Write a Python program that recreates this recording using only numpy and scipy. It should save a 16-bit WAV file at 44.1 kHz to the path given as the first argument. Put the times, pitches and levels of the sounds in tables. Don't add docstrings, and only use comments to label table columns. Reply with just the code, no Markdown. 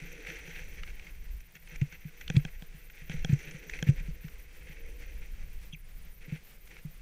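import sys
import numpy as np
from scipy import signal
from scipy.fft import rfft, irfft
from scipy.io import wavfile
from scipy.ndimage import uniform_filter1d

SR = 44100
rng = np.random.default_rng(int(sys.argv[2]) if len(sys.argv) > 2 else 0)


def materialize(psi):
    bounded = np.clip(np.atleast_2d(psi).T, -1, 1)
    quanta = np.round(bounded * 32767).astype(np.int16)
    wavfile.write(sys.argv[1], SR, quanta)


def makeup_ratio(level_db):
    decades = np.asarray(level_db, float) / 20
    return 10 ** decades


N = 309141
T = np.arange(N) / SR

# time in seconds, nominal scrape level in dB, nominal board drone level in dB.
EDGE_RIDE = [(0.0, -52.5, -57.5), (0.3, -51, -55), (0.62, -50.5, -60.5), (0.9, -57, -67), (1.12, -63, -74),
             (1.54, -67.5, -79.5), (1.83, -61, -72), (2.12, -63.5, -73), (2.38, -54, -64),
             (2.58, -66.5, -79), (2.85, -62.5, -70), (3.22, -53.5, -63.5), (3.55, -54.5, -60),
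             (3.82, -54, -58), (4.03, -60.5, -62.5), (4.5, -62, -69), (4.78, -59.5, -58.5),
             (5.25, -62, -67.5), (5.6, -67.5, -75), (6.1, -71.5, -82), (6.28, -70, -61), (6.42, -72, -77),
             (7.0, -67, -75)]
# centre in Hz, width in Hz, gain in dB.
CASE_MODES = [(820, 180, -12), (1455, 450, -6.5), (2150, 560, 3), (2710, 290, 0.5), (3110, 250, -7.5),
              (4620, 300, -26.5)]
# centre in Hz, width in Hz, gain in dB.
TAP_TREBLE_MODES = [(5400, 700, -5), (6590, 1140, -3.5), (10500, 3000, -30)]
MOUNT_HZ = 152.3


def level(x, db):
    return x * makeup_ratio(db) / np.sqrt(np.mean(x ** 2))


def curves(table):
    s, *columns = np.transpose(table)
    return [np.interp(T, s, column) for column in columns]


def ring(x, modes):
    total = 0
    for k, (hz, width_hz, db) in enumerate(modes):
        b, a = signal.iirpeak(hz, hz / width_hz, SR)
        total = total + (-1) ** k * makeup_ratio(db) * signal.lfilter(b, a, x)
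    return total


def walk(rate):
    k = int(SR / rate)
    held = np.repeat(rng.standard_normal(N // k + 1), k)
    slewed = uniform_filter1d(uniform_filter1d(held, k), k)
    return slewed[:N] * 4 / 3


def crystals(per_s, spread_db):
    hit = rng.random(N) < per_s / SR
    return hit * rng.standard_normal(N) * makeup_ratio(spread_db * rng.exponential(size=N))


def add(out, s, shape):
    i = max(int(s * SR), 0)
    out[i:i + len(shape)] += shape[:N - i]


def hiss():
    # frequency in Hz, relative spectral level in dB per Hz.
    spectrum = [(65, -28), (110, -5.5), (163, 4), (263, -13.5), (489, -9.5), (602, -14), (1100, -17),
                (2220, -10.5), (3730, -18), (6010, -19.5), (11000, -25.5), (13200, -29.5), (15600, -19)]
    hz, db = np.transpose(spectrum)
    f = np.fft.rfftfreq(N, 1 / SR) + 1
    colour = makeup_ratio(np.interp(np.log(f), np.log(hz), db))
    treble = colour[(f > 3500) & (f < 12000)]
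    share = np.sqrt(np.sum(colour ** 2) / np.sum(treble ** 2))
    noise = irfft(rfft(rng.standard_normal(N)) * colour, N)
    return share * level(noise * makeup_ratio(1.73 * walk(22.986)), -69.5)


def gated_noise(depth_db):
    hold_samples = rng.integers(200, 1200, N // 200)
    hold = np.repeat(rng.standard_normal(N // 200), hold_samples)[:N]
    return makeup_ratio(depth_db * np.tanh(uniform_filter1d(hold, size=40))) * rng.standard_normal(N)


def gated_treble():
    # centre in Hz, width in Hz, gain in dB.
    top_modes = [(13260, 2300, 0), (15350, 350, -1.5)]
    top = ring(ring(gated_noise(10.5), top_modes), [(13060, 2500, 0), (15300, 740, 0)])
    below = ring(ring(gated_noise(13.0), [(9700, 2300, 0)]), [(9600, 2100, 0)])
    return level(top, -67) + level(below, -75.5)


def wind():
    # time in seconds, nominal gust level in dB, flutter in dB relative to the gust.
    gusts = [(0.0, -47, -4), (0.8, -41.5, -7.5), (1.35, -48, -4.5), (1.6, -54, -17), (1.78, -40.5, -18),
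             (2.1, -52, -8), (2.3, -41, -8), (2.85, -47, -11), (3.3, -37.5, -15), (3.65, -50.5, -1.5),
             (3.82, -37.5, -10), (4.25, -48.5, -5), (5.25, -40.5, -3), (5.85, -47, -16), (6.4, -52.5, -18),
             (7.0, -44.5, -12)]
    gust_db, flutter_db = curves(gusts)
    eddies = rng.standard_normal((2, N)) * makeup_ratio(3.13 * walk(9))
    heave = signal.sosfilt(signal.butter(2, [9, 32], "band", fs=SR, output="sos"), eddies[0])
    flutter = signal.sosfilt(signal.butter(4, [30, 58], "band", fs=SR, output="sos"), eddies[1])
    return makeup_ratio(gust_db) * (level(heave, 1.0) + makeup_ratio(flutter_db) * level(flutter, 0))


def squeak():
    # start in seconds, length in milliseconds, pitch in Hz, nominal peak in dB.
    tones = [(5.724, 20, 3180, -46.5), (5.729, 14, 2620, -49), (5.731, 15, 5970, -56),
             (5.744, 6.6, 2620, -48), (5.743, 12, 2210, -49)]
    out = np.zeros(N)
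    waver = np.cumsum(walk(900)) * 150 / SR
    for s, ms, hz, db in tones:
        t = T[:int(ms * SR / 1000)]
        envelope = np.sin(np.pi * t / t[-1]) ** 0.61
        add(out, s, makeup_ratio(db) * envelope * np.sin(2 * np.pi * (hz * t + waver[:len(t)])))
    return out * makeup_ratio(2.8 * walk(600))


def swing(hz, t60, push_s):
    t = T[:SR // 4]
    fade = np.exp(-np.log(1000) * t / max(t60, .03))
    phase = 2 * np.pi * np.cumsum(MOUNT_HZ + (hz - MOUNT_HZ) * fade ** 0.5) / SR
    push = 1 - np.exp(-(t / push_s) ** 2)
    wobble = makeup_ratio(-24) * np.sin(2 * np.pi * 340 * t) * np.exp(-t / 0.007)
    wobble = wobble + makeup_ratio(-30) * np.sin(2 * np.pi * 520 * t) * np.exp(-t / 0.005)
    shape = push * (np.sin(phase) * fade + wobble)
    return shape / np.abs(shape).max()


def case():
    # start in seconds, blow in dB before the resonances, treble blow in dB relative to it.
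    knocks = [(2.3006, -19.5, -18), (2.4505, -25, -18), (2.6228, -34, -22), (3.097, -27, -21),
              (3.247, -21.5, -13.5), (3.8264, -19.5, -13.5), (6.3608, -38.5, -22)]
    # centre in Hz, width in Hz, gain in dB.
    tap_modes = [(493, 81, 3.5), (792, 78, -4), (1580, 240, 0.5), (2500, 310, 0), (3280, 250, 1.5),
                 (4480, 250, -19.5)]
    bounce_s, bounce_spread, bounce_gain, chatter_gain = 0.00122, 0.03, 0.45, 0.12
    body, bright, shove, t = np.zeros(N), np.zeros(N), np.zeros(N), T[:SR // 20]
    strike = np.exp(-(t / .00004) ** 2)
    chatters = rng.standard_normal((len(knocks), len(t)))
    for (s, db, bright_db), chatter in zip(knocks, chatters):
        delay = int(bounce_s * SR * (1 + bounce_spread * chatter[-1]))
        bounce = bounce_gain * np.roll(strike, delay)
        rattle = chatter_gain * chatter * np.exp(-(t / 0.0033) ** 2)
        add(body, s, makeup_ratio(db) * (strike + bounce + rattle))
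        treble_rattle = 0.1 * chatter * np.exp(-(t / 0.002) ** 2)
        add(bright, s, makeup_ratio(db + bright_db) * (strike + treble_rattle))
        add(shove, s, makeup_ratio(db - 4.5) * swing(159.5, 0.073, 0.00092))
    return makeup_ratio(13.5) * ring(body, tap_modes) + makeup_ratio(25.5) * ring(bright, TAP_TREBLE_MODES) + shove


def hard_crust():
    # middle in seconds, nominal scrape level in dB, length in milliseconds.
    patches = [(0.295, -45, 63), (1.06, -54.5, 89), (1.56, -55, 24), (1.73, -53, 59), (1.943, -51.5, 45),
               (2.216, -54, 33), (2.362, -47, 19), (2.485, -50.5, 21), (3.126, -47.5, 43),
               (3.312, -49.5, 57), (3.474, -50, 130), (3.742, -50.5, 78), (3.885, -46, 31),
               (3.985, -49.5, 44), (4.256, -57.5, 43), (4.72, -56, 136), (5.03, -60, 33), (5.228, -57, 23),
               (5.417, -63, 60), (5.621, -63.5, 67), (6.074, -63.5, 43), (6.239, -56.5, 55),
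               (6.332, -55.5, 95), (6.749, -58, 87)]
    hard, t = np.zeros(N), T[:SR // 4] - 1 / 8
    for s, db, ms in patches:
        add(hard, s - 1 / 8, makeup_ratio(2 * db) * np.exp(-(t * 2000 / ms) ** 4))
    return hard


def mount():
    # start in seconds, peak of the swing in dB.
    thumps = [(0.017, -39), (1.815, -17), (2.05, -33), (2.343, -25), (2.365, -10), (2.742, -45),
              (3.016, -45), (3.14, -29.5), (3.293, -19.5), (3.326, -13), (3.47, -43), (3.543, -37),
              (3.867, -26), (3.887, -10), (4.002, -40.5), (4.082, -32), (4.243, -33.5), (4.693, -44),
              (5.729, -38.5), (6.278, -39.5), (6.321, -26), (6.848, -32)]
    slack_db, slack_span_db, slack_hz = -17.5, 0.1, 29
    t60_s = 0.096
    out, buzz, t = np.zeros(N), np.zeros(N), T[:SR // 20]
    for s, db in thumps:
        hz = MOUNT_HZ - slack_hz / (1 + np.exp((slack_db - db) / slack_span_db))
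        add(out, s, -makeup_ratio(db) * swing(hz, t60_s * (hz / MOUNT_HZ) ** 0.86, 0.0049))
        add(buzz, s - .004, makeup_ratio(1.02 * db) * np.sin(np.pi * np.clip(t / 0.024, 0, 1)))
    loose = ring(buzz * rng.standard_normal(N), [(4500, 1700, -11.0), (7250, 1200, -5.0)])
    tremble = ring(ring(crystals(30, 2.8), [(163, 18, 0)]), [(150, 63, 0)])
    roughness = np.sqrt(makeup_ratio(2 * curves(EDGE_RIDE)[0]) + makeup_ratio(5.0) * hard_crust())
    return out + makeup_ratio(-30.5) * loose + roughness * level(tremble, -10)


def cracks():
    # start in seconds, peak in dB, pitch in Hz.
    lumps = [(0.833, -33, 2100), (2.278, -30, 2700), (2.365, -24, 2500), (3.473, -37, 2250),
             (3.696, -32, 2050), (3.886, -35, 2250), (6.766, -39, 2050)]
    rise_s, width_hz = 0.0025, 1150
    out, t = np.zeros(N), T[:SR // 40]
    for (s, db, hz), grit in zip(lumps, rng.standard_normal((len(lumps), len(t)))):
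        mode = [(hz, width_hz, 0)]
        burst = ring(ring(grit * t * np.exp(-(t / rise_s) ** 2), mode), mode)
        add(out, s, makeup_ratio(db) * burst / np.abs(burst).max())
    return out


def scuffs():
    # start in seconds, strength in dB before the resonances, treble in dB relative to it.
    ticks = [(0.2484, -36, -24), (0.2995, -28, -22), (0.477, -35, -22), (0.875, -35.5, -29),
             (0.9945, -35, -25), (1.067, -38.5, -31), (1.4037, -44, -13), (1.552, -41, -10.5),
             (1.6726, -38, -34), (1.7581, -37, -10.5), (1.813, -29.5, -25), (1.9235, -36.5, -16.5),
             (2.2101, -34, -13.5), (2.8983, -38, -25), (3.334, -35, -11), (3.51, -34, -14),
             (3.695, -34, -12), (3.39, -39.5, -10), (3.735, -29, -26), (3.7884, -31.5, -30),
             (4.2818, -38, -21), (6.6728, -43.5, -19)]
    body, bright, t = np.zeros(N), np.zeros(N), T[:SR // 20]
    tick = (1 - np.exp(-t / 0.00044)) * np.exp(-(t / 0.0053) ** 1.4)
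    for s, db, bright_db in ticks:
        add(body, s, makeup_ratio(db) * tick)
        add(bright, s, makeup_ratio(db + bright_db) * tick)
    grit = np.tanh(5.1 * rng.standard_normal(N))
    return makeup_ratio(5) * ring(body * grit, CASE_MODES) + makeup_ratio(12.5) * ring(bright * grit, TAP_TREBLE_MODES)


def edge():
    # centre in Hz, width in Hz, gain in dB.
    drone_modes = [(297, 83, 0), (488, 54.6, 5)]
    # centre in Hz, width in Hz, gain in dB.
    spray_modes = [(5900, 340, 15.5), (6020, 1250, 7.5)]
    ride_db, drone_db = curves(EDGE_RIDE)
    spray_db = -72 + 1.03 * (ride_db + 60)
    smooth = makeup_ratio(2 * (ride_db + 1.5 * walk(18)))
    hard = hard_crust()
    bite = smooth + hard
    rub = makeup_ratio(2 * drone_db) + makeup_ratio(2 * -11.5) * hard
    patches = walk(40)
    crust = level(crystals(900, 0.96), -3.0) + level(rng.standard_normal(N), 0)
    scrape = level(ring(crust * makeup_ratio(0.83 * patches + 2.2 * walk(130)), CASE_MODES), 0.034)
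    flexing = rng.standard_normal(N) * makeup_ratio(1.5 * patches + 1.5 * walk(30))
    drone = level(ring(flexing, drone_modes), -0.089)
    lift = (bite / makeup_ratio(2 * ride_db)) ** 0.3
    grains = crystals(5000, 2.4) * makeup_ratio(2.4 * patches + 0.93 * walk(40))
    spray = level(ring(grains, spray_modes), -0.34)
    return np.sqrt(bite) * scrape + np.sqrt(rub) * drone + makeup_ratio(spray_db) * lift * spray


def scene():
    background = hiss() + gated_treble() + wind()
    handling = squeak() + case() + mount()
    snow = cracks() + scuffs() + edge()
    return (background + handling + snow)[None]


def roll_off(x):
    return signal.sosfilt(signal.butter(12, 15850, fs=SR, output="sos"), x)


def record(dry):
    low_pass = signal.ellip(8, .2, 70, 15380, fs=SR, output="sos")
    mix = signal.sosfilt(low_pass, dry)
    return roll_off(mix)


dry = scene()
out = record(dry)
materialize(out)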